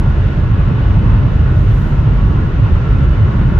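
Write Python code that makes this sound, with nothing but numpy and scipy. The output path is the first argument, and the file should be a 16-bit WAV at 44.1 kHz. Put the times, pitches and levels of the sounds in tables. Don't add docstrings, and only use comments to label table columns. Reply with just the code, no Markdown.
import sys
import numpy as np
from scipy import signal
from scipy.fft import rfft, irfft
from scipy.io import wavfile
from scipy.ndimage import uniform_filter1d, minimum_filter1d

SR = 44100
rng = np.random.default_rng(int(sys.argv[2]) if len(sys.argv) > 2 else 0)


def transcribe(u):
    v = np.clip(np.atleast_2d(u).T, -1, 1)
    q = np.round(v * 32767).astype(np.int16)
    wavfile.write(sys.argv[1], SR, q)


N = 158319

# (frequency [Hz], density [dB per Hz])
AIR_SPECTRUM = [(1500, 1), (3800, -1), (5000, -2.5), (6300, -5.5), (7500, -13.5), (9000, -25), (10500, -25),
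                (11700, -18.5), (15000, -24)]
HISS_SPECTRUM = [(3000, -4.5), (6500, 6.5), (8500, -1.5), (10200, -5.5), (11900, 2), (13500, 0.5),
                 (15500, -2.5)]
TYRE_SPECTRUM = [(150, -7.5), (400, 3.5), (590, -0.5), (730, -2), (1050, -1), (1200, -2.5), (1450, -0.5),
                 (1580, -7), (1850, -5.5), (2280, -12), (2900, -12.5), (3200, -17), (3700, -18.5),
                 (4100, -23.5), (8000, -56.5)]
RUMBLE_SPECTRUM = [(10, -33), (23, -21.5), (29, 0.5), (45, -3.5), (60, -1), (85, -1), (122, 0), (160, -7.5),
                   (230, -16), (330, -22), (480, -31.5), (800, -45.5), (2000, -66)]

# (time [s], level [dB])
HISS_SWELL = [(1.46, -77), (1.57, -60.5), (1.73, -55.5), (1.89, -55.5), (1.95, -63), (2.15, -74)]
# (time [s], level [dB])
TYRE_ROAR_LEVEL = [(0, -30.5), (.8, -29), (2.1, -30.5), (3.6, -29)]

# (time [s], relative level [dB])
LOW_TREAD_SWELL = [(0.0, 2), (0.08, 4.5), (0.28, -7.5), (0.4, -0.5), (0.96, 3), (1.72, -2.0), (1.96, 2),
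                   (2.06, 1), (2.44, 3.5), (2.54, -3.0), (2.66, 2.5), (3.22, -1.5), (3.3, 4), (3.5, -2),
                   (3.58, 3)]
HIGH_TREAD_SWELL = [(0.0, 0.0), (0.52, 0), (0.88, 0.5), (1.0, -5), (1.1, 4), (1.381, -2.5), (1.5, 3.5),
                    (1.641, -2.5), (1.84, 3), (1.94, -0.5), (2.821, 0.5), (3.58, 4)]
DEEP_SWELL = [(0.0, -1.5), (0.681, 0.0), (0.72, -12), (0.82, -2.5), (1.18, 4), (1.22, -1.5), (1.841, 2.5),
              (1.94, -2), (1.978, 2.0), (2.64, -2), (2.74, 5.5), (2.84, -8), (2.92, 3.0), (3.3, -6),
              (3.32, 0), (3.58, 0)]
MIDDLE_SWELL = [(0.0, 0.5), (0.02, 0.5), (0.26, 1.5), (0.3, -5), (0.46, 2.0), (0.8, -1), (0.84, -0.5),
                (0.979, 4), (1.04, -3.5), (1.08, 4.5), (1.32, -1), (1.358, 1.5), (1.72, 3), (1.88, -4.5),
                (2.08, 3.5), (2.14, -4), (2.28, 1), (2.4, -2.5), (2.46, 2.0), (2.519, -6.5), (2.6, 3),
                (2.92, -1), (2.96, 4), (3.158, -2), (3.22, 6.5), (3.32, -5.0), (3.4, 0), (3.58, 2)]
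UPPER_SWELL = [(0.0, -1.5), (0.12, -1.5), (0.18, -5.5), (0.399, -0.5), (0.46, -1), (0.6, 2.0), (0.64, -6),
               (0.72, 3.5), (0.78, -2.5), (0.98, 2.5), (1.54, -0.5), (2.38, 0.5), (2.561, -1.5),
               (2.76, -1.5), (2.8, -4), (3.041, 1.5), (3.141, -3), (3.18, -1), (3.48, 3), (3.58, -1.5)]

# (frequency [Hz], level [dB])
ENGINE_TONES = [(101, -29.5), (143, -35), (201, -38)]
# (frequency [Hz], width [Hz], level [dB], left-right likeness [-1 to 1])
TREAD_BANDS = [(589, 23, -43.5, 0.49), (915, 59, -45, 0.48), (1044, 24, -46, 0.56), (1113, 17, -44, 0.36),
               (1340, 23, -45.5, 0.43), (1413, 16, -48.5, .3), (1471, 19, -46.5, 0.85),
               (1665, 20, -49, 0.35), (2075, 33, -56, .3), (2593, 35, -54.5, .6), (2800, 70, -59, 0.37),
               (2950, 47, -56.5, 0.54)]
# (frequency [Hz], width [Hz], level [dB], left-right likeness [-1 to 1])
BODY_RESONANCES = [(46.4, 5.9, -18.5, 1), (74.7, 8.5, -22.5, 0.93), (111.4, 17, -21.5, .93),
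                   (328, 35, -39, 0.96), (402, 32, -42, 0.68)]
# (start [s], length [s], level [dB])
ROAD_PATCHES = [(0.829, 0.14, -11), (2.031, 0.19, -16), (3.01, 0.072, -11)]

# (frequency [Hz], correlation [-1 to 1])
LEFT_RIGHT_LIKENESS = [(30, 0.95), (190, 0.98), (330, 0.65), (550, 0.54), (1050, 0.24), (1250, 0.23),
                       (2100, 0.00033), (2700, 0.5), (3600, 0.26), (4500, -.1), (6000, 0)]
# (frequency [Hz], level difference [dB])
CABIN_BALANCE = [(100, -0.7), (450, -0.1), (1000, -1.5), (1600, 0), (2200, 0.9), (3600, .5), (4400, -4),
                 (6100, -5), (7800, 2)]

AIR_DB, RUMBLE_DB = -50.5, -10.5
RUMBLE_SWAY_DB = 1.2
HISS_PAN_DB = 2.5
TICK_S, TICK_DB, TICK_ATTACK_S, TICK_DECAY_S = 3.038, -55, .004, .013
ENGINE_DRIFT, TREAD_DRIFT, BODY_DRIFT = .01, .008, .008
LOW_TREAD_HZ, HIGH_TREAD_HZ = (800, 1230), (1230, 1650)
DEEP_HZ, MIDDLE_HZ, UPPER_HZ = (10, 60), (60, 140), (140, 280)
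SURGE_WINDOW_S = 0.076
PATCH_HZ, PATCH_WIDTH_HZ, PATCH_ATTACK_S, PATCH_RELEASE_S = 45.6, 12, 0.015, 0.033
CEILING, LIMIT_HOLD_S, LIMIT_BELOW_HZ = .94, .012, 400
TOP_HZ = 15500


def undb(db):
    return 10 ** (np.asarray(db) / 20)


def curve(rows):
    return np.interp(np.arange(N) / SR, *np.array(rows).T)


def bins():
    return np.maximum(np.fft.rfftfreq(N, 1 / SR), 1)


def over_hz(rows):
    hz, value = np.array(rows).T
    return np.interp(np.log(bins()), np.log(hz), value)


def colour(rows):
    fall = np.maximum(bins() / rows[-1][0], 1) ** 2
    return undb(over_hz(rows)) / fall


def resonance(hz, width_hz):
    distance = (bins() ** 2 - hz ** 2) / (bins() * width_hz)
    return 1 / (1 + distance ** 2 / 2)


def below(hz):
    return 1 / (1 + (bins() / hz) ** 8)


def noise(gain, likeness):
    c = np.clip(likeness, -1, 1)
    mid, side = rfft(rng.standard_normal((2, N))) * gain
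    mid = mid * np.sqrt(1 + c)
    side = side * np.sqrt(1 - c)
    x = irfft(np.array([mid + side, mid - side]), N)
    return x / x.std()


def walk(rate):
    smooth = np.exp(-(bins() / max(rate, 1)) ** 2)
    x = irfft(rfft(rng.standard_normal(N)) * smooth, N)
    return (x - x.mean()) / x.std()


def pan(db):
    return undb(np.array([[db], [-db]]) / 2)


def waver(x, share, rate):
    n = np.arange(N)
    place = n + share * np.cumsum(walk(rate))
    return np.array([np.interp(place % (N - 1), n, side) for side in x])


def ringing(table, sway_db, drift):
    out = 0
    for hz, width, db, likeness in table:
        ring = waver(noise(resonance(hz, width), likeness), drift, 5.56)
        out = out + ring * undb(db + sway_db * walk(2.5))
    return out


def swell(x, band_hz, rows, depth, evenness):
    low, high = band_hz
    band = irfft(rfft(x) * (below(high) - below(low)), N)
    size = int(SURGE_WINDOW_S * SR)
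    power = uniform_filter1d(uniform_filter1d((band ** 2).mean(axis=0), size), size)
    evened = band / power ** (np.clip(evenness, 0, 1) / 2)
    shaped = evened * undb(depth * curve(rows))
    return x - band + shaped * band.std() / shaped.std()


def hiss():
    level = undb(curve(HISS_SWELL) + .8 * walk(12))
    return noise(colour(HISS_SPECTRUM), 0) * level * pan(HISS_PAN_DB)


def tick():
    t = np.arange(N) / SR - TICK_S
    rise = np.minimum(t, 0) / TICK_ATTACK_S
    tail = np.maximum(t, 0) / TICK_DECAY_S
    return noise(colour(HISS_SPECTRUM), 0) * undb(TICK_DB) * np.exp(rise - tail)


def air():
    rush = noise(colour(AIR_SPECTRUM), over_hz(LEFT_RIGHT_LIKENESS))
    return rush * undb(AIR_DB + 0.56 * walk(7.3))


def engines():
    speed = 1 + ENGINE_DRIFT * walk(2.4)
    seconds = np.cumsum(speed) / SR
    out = 0
    for hz, db in ENGINE_TONES:
        turns = hz * seconds + rng.random()
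        out = out + np.sqrt(2) * undb(db) * np.sin(2 * np.pi * turns)
    return out


def tyres():
    db = curve(TYRE_ROAR_LEVEL)
    roar = noise(colour(TYRE_SPECTRUM), over_hz(LEFT_RIGHT_LIKENESS)) * undb(db + 0.75 * walk(14))
    singing = ringing(TREAD_BANDS, sway_db=2.5, drift=TREAD_DRIFT) * undb(db - db.mean())
    out = roar + singing
    out = swell(out, LOW_TREAD_HZ, LOW_TREAD_SWELL, depth=1.15, evenness=.6)
    return swell(out, HIGH_TREAD_HZ, HIGH_TREAD_SWELL, depth=1.1, evenness=.6)


def patch_booms():
    t = np.arange(N) / SR
    push = 0
    for start, length, db in ROAD_PATCHES:
        rise = np.clip((t - start) / PATCH_ATTACK_S, 0, 1)
        fade = np.exp(-np.maximum(t - start - length, 0) / PATCH_RELEASE_S)
        push = push + undb(db) * rise * fade
    hz = PATCH_HZ + PATCH_WIDTH_HZ / 2 * walk(12)
    return push * np.sqrt(2) * np.sin(2 * np.pi * np.cumsum(hz) / SR)


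def road():
    rumble = noise(colour(RUMBLE_SPECTRUM), over_hz(LEFT_RIGHT_LIKENESS))
    rumble = rumble * undb(RUMBLE_DB + RUMBLE_SWAY_DB * walk(20))
    out = rumble + ringing(BODY_RESONANCES, sway_db=1.1, drift=BODY_DRIFT)
    out = swell(out, DEEP_HZ, DEEP_SWELL, depth=1.2, evenness=.5)
    out = swell(out, MIDDLE_HZ, MIDDLE_SWELL, depth=1.4, evenness=.75)
    out = swell(out, UPPER_HZ, UPPER_SWELL, depth=1.35, evenness=.65)
    return out + patch_booms()


def scene():
    cabin = air() + engines() + tyres() + road()
    balance = undb(np.outer([1, -1], over_hz(CABIN_BALANCE)) / 2)
    return irfft(rfft(cabin) * balance, N) + hiss() + tick()


def record(dry):
    size = int(LIMIT_HOLD_S * SR / 2)
    bass_filter = signal.butter(2, LIMIT_BELOW_HZ, fs=SR, output="sos")
    bass = signal.sosfiltfilt(bass_filter, dry)
    peak = np.abs(dry).max(axis=0)
    gain = minimum_filter1d(CEILING / np.maximum(peak, CEILING), 2 * size + 1)
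    gain = uniform_filter1d(uniform_filter1d(gain, size), size)
    limited = dry - bass * (1 - gain)
    top_cut = signal.ellip(8, .2, 70, TOP_HZ, fs=SR, output="sos")
    return signal.sosfilt(top_cut, limited)


dry = scene()
out = record(dry)
transcribe(out)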